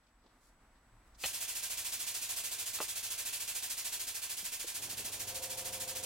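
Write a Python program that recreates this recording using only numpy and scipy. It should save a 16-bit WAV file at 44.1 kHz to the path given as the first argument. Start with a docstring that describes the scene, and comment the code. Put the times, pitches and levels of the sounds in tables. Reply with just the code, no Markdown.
"""A hydraulic press starts up and squeezes a small plastic stapler.
Faint scuffs sound over workshop rumble. At 1.2 s a valve leaks, squeaks and clacks open; the pump then
chuffs about 13 times a second, each stroke a puff of hiss, a soft piston thud and check valve ticks.
At 2.8 s the ram knocks against the stapler, which ticks under the squeeze from 4.4 s.
At 4.75 s the drive comes under load and settles into a hum, with a whine building behind it."""
import sys
import numpy as np
from scipy import signal
from scipy.fft import rfft, irfft, next_fast_len
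from scipy.io import wavfile
from scipy.ndimage import map_coordinates

SR = 44100
rng = np.random.default_rng(int(sys.argv[2]) if len(sys.argv) > 2 else 0)


def bounce(signal):
    """Save signal as a 16-bit WAV file at the path given by the first command-line argument."""
    frames = np.transpose(np.atleast_2d(signal))
    limited = np.clip(frames, -1, 1)
    pcm = np.round(limited * 32767).astype(np.int16)
    wavfile.write(sys.argv[1], SR, pcm)


N = 266805
TIME_S = np.arange(N) / SR
START_S = 1.257  # pump starts
RUNNING = TIME_S > START_S


def amp(db):
    """Decibels to gain."""
    return 10 ** (np.asarray(db) / 20)


def unit_rms(x):
    """Scale to rms 1."""
    return x / np.sqrt(np.mean(x ** 2) + 1e-20)


def along(points, hz):
    """Interpolate (f/Hz, value) points on a log axis."""
    f, values = np.transpose(points)
    return np.interp(np.log(hz + 1), np.log(f + 1), values)


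def ramp(start_s, length_s):
    """Linear rise from 0 to 1."""
    return np.clip((TIME_S - start_s) / length_s, 0, 1)


def wobble(rate_hz):
    """Smooth random curve, rms about 1."""
    knots = rng.standard_normal(int(N * rate_hz / SR) + 4)
    return map_coordinates(knots, [TIME_S * rate_hz])


def filtered(x, response):
    """Apply a gain given as a function of f/Hz."""
    size = next_fast_len(N + SR // 2)
    return irfft(rfft(x, size) * response(np.fft.rfftfreq(size, 1 / SR)), size)[..., :N]


def noise(colour_db, coherence):
    """Stereo noise, rms 1, of given spectrum and left-right coherence."""
    def mid_side_gains(hz):
        angle = np.arccos(along(coherence, hz)) / 2
        return amp(colour_db(hz)) * [np.cos(angle), np.sin(angle)]
    mid, side = filtered(rng.standard_normal((2, N)), mid_side_gains)
    return unit_rms(np.array([mid + side, mid - side]))


def harmonics(table, turns, waver_db):
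    """Wavering sines at multiples of a machine's speed."""
    return sum(np.sqrt(2) * amp(db + waver_db * wobble(8))
               * np.sin(2 * np.pi * (order * turns + rng.random())) for order, db in table)


def strike(at_s, peak_db, modes):
    """One blow rings decaying modes; phase drift stands for a cluster of close modes around each."""
    t = np.arange(SR // 4) / SR
    scatter_db = rng.normal(0, 1.5, len(modes))
    phases = rng.random((len(modes), 1))
    drifts = phases + np.cumsum(rng.standard_normal((len(modes), len(t))), axis=1) / np.sqrt(SR)
    ring = 0
    for (hz, db, t60_s), offset_db, drift in zip(modes, scatter_db, drifts):
        cycles = hz * t + drift * (1 + np.sqrt(hz / 1000))
        ring += amp(db + offset_db - 60 * t / t60_s) * np.sin(2 * np.pi * cycles)
    ring *= 1 - np.exp(-t / 0.00008)
    return np.pad(amp(peak_db) * ring / np.abs(ring).max(), (round(at_s * SR), N))[:N]


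def walls(x, t60_s, wet_db):
    """Nearby surfaces add a short diffuse stereo tail."""
    t = np.arange(SR // 3) / SR
    tail = rng.standard_normal((2, len(t))) * amp(-60 * t / t60_s)
    tail /= np.linalg.norm(tail[0])
    return x + amp(wet_db) * signal.fftconvolve(x[None], tail, axes=1)[:, :N]


def frame_echoes(x, echo_db, count=12):
    """Weak reflections off the steel frame comb the sound."""
    delays_s = rng.uniform(.002, .025, (count, 1)) + rng.uniform(0, .0001, (count, 2))
    copies = sum(np.array([np.pad(side, (int(s * SR), 0))[:N] for side, s in zip(x, pair)])
                 for pair in delays_s)
    return (x + amp(echo_db) * copies / np.sqrt(count)) / np.hypot(1, amp(echo_db))


# rumble and room noise spectra: f/Hz, relative level/dB
RUMBLE_SPECTRUM = [(12, -28), (20, -3.5), (45, 0), (80, -10.5), (115, -15.5), (170, -27), (400, -50),
                   (2000, -100)]
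ROOM_SPECTRUM = [(20, -10), (150, -1.5), (250, 6), (410, -4.5), (750, 0.5), (1200, 0), (1900, -3.5),
                 (2900, -12), (6000, -16.5), (10000, -18), (15500, -25)]
# diffuse field: f/Hz, left-right coherence
ROOM_COHERENCE = [(60, 0.77), (150, 1), (380, 0.93), (950, 0.76), (2400, .43), (6000, 0), (15000, 0)]
def workshop(whistle_hz=7817):
    """Rumble, room noise and an electrical whistle slowly grow louder; at 1.26 s the two noises drop to a
    steady level."""
    creep, settled = ramp(0, START_S), ramp(START_S, 0.16)
    rumble_db = (-73 + 6.5 * creep) * (1 - settled) - 77.5 * settled + 1.5 * wobble(7.2)
    rumble = amp(rumble_db) * noise(lambda hz: along(RUMBLE_SPECTRUM, hz), PRESS_COHERENCE)
    room_db = (-72.5 + 5.5 * creep) * (1 - settled) - 70.5 * settled + .8 * wobble(16)
    room = amp(room_db) * noise(lambda hz: along(ROOM_SPECTRUM, hz), ROOM_COHERENCE)
    whistle_db = np.array([[-81], [-84.5]]) + 4 * creep
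    cycles = whistle_hz * TIME_S + .1 * wobble(60) + np.array([[.24], [0]])
    return rumble + room + amp(whistle_db) * np.sin(2 * np.pi * cycles)


# scuffs and bumps: t/s, level/dB, half-length/s, centre f/Hz, half-width/octaves
SCUFF_EVENTS = [(.06, -78, 0.046, 3500, .9), (0.256, -70.5, 0.028, 400, 1.3), (0.273, -78, 0.071, 3900, .6),
                (.455, -71, 0.054, 6350, .96), (.772, -78, 0.017, 3700, 0.55), (.952, -67, 0.07, 119, 0.12),
                (1.08, -74, 0.016, 6000, 1.2), (1.155, -66.5, .01, 4900, 0.64)]
def scuffs():
    """Brief swells of friction noise, each in its own band."""
    swells = 0
    for at_s, db, half_s, centre_hz, octaves in SCUFF_EVENTS:
        band_db = lambda hz: -20 * np.log10(1 + (np.log2((hz + 1) / centre_hz) / octaves) ** 4)
        envelope = amp(db) * np.exp(-((TIME_S - at_s) / half_s) ** 2)
        swells += envelope * noise(band_db, ROOM_COHERENCE)
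    return swells * amp(2.5 * wobble(140))


# drive rattle: f/Hz, relative level/dB
RATTLE_SPECTRUM = [(30, -23), (90, 4), (160, -4.5), (400, 1), (750, 0), (1100, -5), (2000, -11),
                   (6000, -62)]
# drone: shaft order, relative level/dB
DRONE_ORDERS = [(2, -76), (3, -75), (4, -67), (5, -69), (8, -75), (11, -76), (14, -87), (15, -79),
                (17, -75)]
# whine: shaft order, full level/dB, slide per turn/orders, flutter/dB, t/s at full level
WHINE_NOTES = [(22, -56, 1.3, 4.5, 5.37), (30, -61.5, 3.5, 2, 5.3), (40, -64.5, 6, 5, 5.36)]
def drive_hum(shaft_hz=23.73, load_s=4.75, growth_db_per_s=67):
    """Under load the drive drones and rattles, then whines in notes that slide up through each turn."""
    turns = shaft_hz * TIME_S + .003 * wobble(6)
    phase, swing = turns % 1, np.cos(2 * np.pi * turns)
    rattle = unit_rms(amp(2 * swing) * noise(lambda hz: along(RATTLE_SPECTRUM, hz), PRESS_COHERENCE))
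    whine = 0
    for order, db, slide, flutter_db, full_s in WHINE_NOTES:
        cycles = order * turns + slide * phase * (phase - 1) / 2 + 0.025 * wobble(40)
        note = unit_rms(amp(-flutter_db * swing + 0.65 * wobble(15)) * np.sin(2 * np.pi * cycles))
        whine += amp(db + growth_db_per_s * np.minimum(TIME_S - full_s, 0)) * note
    drone = amp(1.5) * (harmonics(DRONE_ORDERS, turns, waver_db=2.5) + amp(-61) * rattle)
    return ramp(load_s, 0.055) * (drone + whine)


# pump speed: t/s, stroke rate/Hz
PUMP_SPEED = [(1.25, 13.772), (2, 13.512), (3.3, 13.503), (4.3, 13.357), (5.2, 13.286), (6.05, 13.115)]
def stroke_hz():
    """Stroke rate of the slowing pump."""
    return np.interp(TIME_S, *np.transpose(PUMP_SPEED))


def strokes():
    """Pump strokes since the start."""
    return np.cumsum(stroke_hz() * RUNNING) / SR


def stroke_impulses(phase):
    """One impulse at this phase (0-1) of every stroke."""
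    return np.diff(np.floor(strokes() - phase).clip(-1), prepend=-1)


# piston thud: f/Hz, relative level/dB
THUD_SPECTRUM = [(10, -41), (30, -1), (55, 1.5), (80, -8), (110, -4), (150, -19), (250, -3), (400, -16),
                 (1500, -47)]
# frame throb: stroke order, level/dB
THROB_ORDERS = [(2, -73.5), (3, -83), (4, -75.5), (5, -83.5), (6, -86), (7, -78), (9, -87), (12, -85.5)]
def piston(frame_hz=108.2, frame_width_hz=1.3):
    """The piston thuds and shakes the frame; the 8th harmonic drifts through the frame's resonance."""
    blows = stroke_impulses(0.103) * amp(1.9 * wobble(17))
    thuds = amp(-76) * unit_rms(filtered(blows, lambda hz: amp(along(THUD_SPECTRUM, hz))))
    detuning = 2 * (8 * stroke_hz() - frame_hz) / frame_width_hz
    resonance = harmonics([(8, -72)], strokes(), waver_db=1) / np.hypot(1, detuning)
    throb = harmonics(THROB_ORDERS, strokes(), waver_db=2.5)
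    return thuds + RUNNING * (throb + resonance)


# tick and bounce: stroke phase (0-1), relative level/dB
CHECK_TICKS = [(0.341, -1.5), (.53, -5.5)]
# check valve modes: f/Hz, relative level/dB, t60/s
CHECK_MODES = [(1563, -7, 0.032), (1730, 7, 0.026), (1844, 2.5, 0.018), (1940, -1, 0.027), (2200, 8, 0.013)]
def check_valve(growth_db_per_s=0.79):
    """The check valve ticks and bounces in each stroke, harder as pressure builds."""
    blows = sum(amp(db) * stroke_impulses(phase) for phase, db in CHECK_TICKS)
    force = amp(1.3 * wobble(25) + growth_db_per_s * (TIME_S - TIME_S[-1]))
    ring = strike(0, -44, CHECK_MODES)[:SR // 4]
    return signal.fftconvolve(blows * force, ring)[:N]


# ram contacts and slips: t/s, peak level before the high-pass/dB, centre f/Hz, spread/octaves
STAPLER_KNOCKS = [(2.788, -32, 2600, 1.7), (2.803, -26.5, 776, 1.07), (2.813, -33, 1210, 1.2),
                  (2.826, -39, 950, 1.2), (4.428, -50, 200, 0.28), (4.644, -41.5, 430, 0.26),
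                  (4.996, -46.5, 392, 0.35)]
# stapler on the steel bed: f/Hz, relative level/dB, t60/s
STAPLER_MODES = [(203, -13, 0.072), (295, -8.5, 0.085), (363, -3, 0.066), (475, 1, 0.042),
                 (604, -0.5, 0.049), (862, 0, 0.04), (1055, -0.5, 0.034), (1234, -8.5, 0.089),
                 (1410, -5, 0.029), (1590, -12, 0.055), (1990, -6.5, 0.099), (2680, 2, 0.047),
                 (3620, 7.5, 0.018), (4000, 7, 0.013)]
def stapler(low_cut_hz=190):
    """Hard contacts ring the high modes, soft slips the low ones; the small body radiates little bass."""
    knocks = 0
    for at_s, peak_db, centre_hz, octaves in STAPLER_KNOCKS:
        modes = [(hz, db - 4 * (np.log2(hz / centre_hz) / octaves) ** 2, t60_s)
                 for hz, db, t60_s in STAPLER_MODES]
        knocks += strike(at_s, peak_db, modes)
    return signal.sosfilt(signal.butter(2, low_cut_hz, "highpass", fs=SR, output="sos"), knocks)


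# valve chatter: t/s, peak level/dB
VALVE_CLACKS = [(1.2376, -28), (1.2422, -26), (1.249, -30.5), (1.254, -31)]
# valve body: f/Hz, relative level/dB, t60/s
VALVE_MODES = [(60, -20, 0.1), (129, -19, .04), (267, -17, 0.025), (550, -11.5, 0.044), (785, -6.5, 0.032),
               (1300, -6.5, 0.012), (1904, -1.5, 0.022), (2570, 3, 0.017), (2950, -5, .03),
               (3100, -1, 0.036), (3500, -4, 0.025), (4130, -4, 0.042)]
def valve(squeak_hz=4905, squeak_db=-59):
    """The leak squeaks in the seat, then the valve bounces as it opens."""
    tone = np.sqrt(2) * np.sin(2 * np.pi * (squeak_hz * TIME_S + .15 * wobble(200)))
    squeak = amp(squeak_db) * ramp(1.185, 0.023) * ~RUNNING * tone
    return squeak + sum(strike(at_s, db, VALVE_MODES) for at_s, db in VALVE_CLACKS)


def opening_flow(leak_s=0.092, surge_t60_s=0.067):
    """Flow envelope of the opening valve: a swelling leak, then one dying surge."""
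    leak = amp(-38) * ramp(START_S - leak_s, leak_s) ** 1.9 * ~RUNNING
    surge = ramp(START_S, 0.0024) * amp(-28 - 60 * np.maximum(TIME_S - START_S, 0) / surge_t60_s)
    return leak + surge


def puffs(peak_phase=0.32, depth_db=6, depth_db_per_s=0.42):
    """Stroke envelope, rms 1: quick rise, long fall, emptying more fully as pressure builds."""
    phase = strokes() % 1
    before_peak = np.maximum(1 - phase / peak_phase, 0) ** 3.5
    after_peak = np.maximum((phase - peak_phase) / (1 - peak_phase), 0) ** 1.32
    dip_db = (before_peak + after_peak) * (depth_db + depth_db_per_s * (TIME_S - START_S))
    puff = RUNNING * amp(-dip_db)
    return puff / np.sqrt(np.mean(puff[RUNNING] ** 2))


# exhaust hiss: f/Hz, relative level/dB
HISS_SPECTRUM = [(100, -25), (250, -17), (500, -11), (800, -8), (1300, -9.5), (1700, -7), (2600, -1),
                 (4000, -0.5), (7000, 1.9), (9500, 1.5), (12000, 0), (16000, -4)]
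# exhaust resonances: f/Hz, width/Hz, lift/dB
PORT_RESONANCES = [(1585, 43, 7.5), (1770, 54, 1.5), (2346, 35, 5), (2652, 49, 6), (3320, 160, 2.5),
                   (4380, 70, 3), (6900, 200, 1.5), (8970, 80, 3), (9430, 110, 3.5)]
# sound of the press, also used for the rumble: f/Hz, left-right coherence
PRESS_COHERENCE = [(100, .999), (600, 0.97), (1400, 0.81), (3100, 0.5), (7000, 0.62), (15000, 0.45)]
# exhaust balance: f/Hz, right minus left level/dB
RIGHT_BALANCE = [(600, -1), (1300, 1), (2400, 3), (4400, 0.5), (8000, 1.3), (15000, 3.5)]
def exhaust(resist_s=3.85, resist_drop_db=1.46, treble_hz=7000, left_lag_s=2.7e-5):
    """Each stroke vents a turbulent puff; the flow eases as the stapler resists."""
    def colour_db(hz):
        lift_db = sum(db / (1 + (2 * (hz - centre_hz) / width_hz) ** 2)
                      for centre_hz, width_hz, db in PORT_RESONANCES)
        return along(HISS_SPECTRUM, hz) + lift_db

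    def from_right(hz):
        gain = amp(along(RIGHT_BALANCE, hz) / 2)
        return np.array([np.exp(-2j * np.pi * hz * left_lag_s) / gain, gain])

    puff = puffs()
    flow_db = -39.5 - resist_drop_db * ramp(resist_s, 0.7) + 0.49 * wobble(20)
    flow = np.hypot(puff * amp(flow_db), opening_flow())
    turbulence = amp(0.23 * wobble(700))
    jet = flow * turbulence * frame_echoes(noise(colour_db, PRESS_COHERENCE), echo_db=-11.5)
    treble = filtered(jet, lambda hz: hz ** 2 / (hz ** 2 + treble_hz ** 2))
    jet += 1.06 * (puff - 1) * RUNNING * treble  # a faster jet is brighter
    return filtered(jet, from_right)


def scene():
    """The press at work in the workshop."""
    pump = exhaust() + piston() + check_valve() + drive_hum()
    impacts = walls(valve() + stapler(), t60_s=0.11, wet_db=-15.5)
    return pump + impacts + scuffs() + workshop()


def record(dry):
    """Brick-wall low-pass."""
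    return filtered(dry, lambda hz: hz < 15980)


dry = scene()
out = record(dry)
bounce(out)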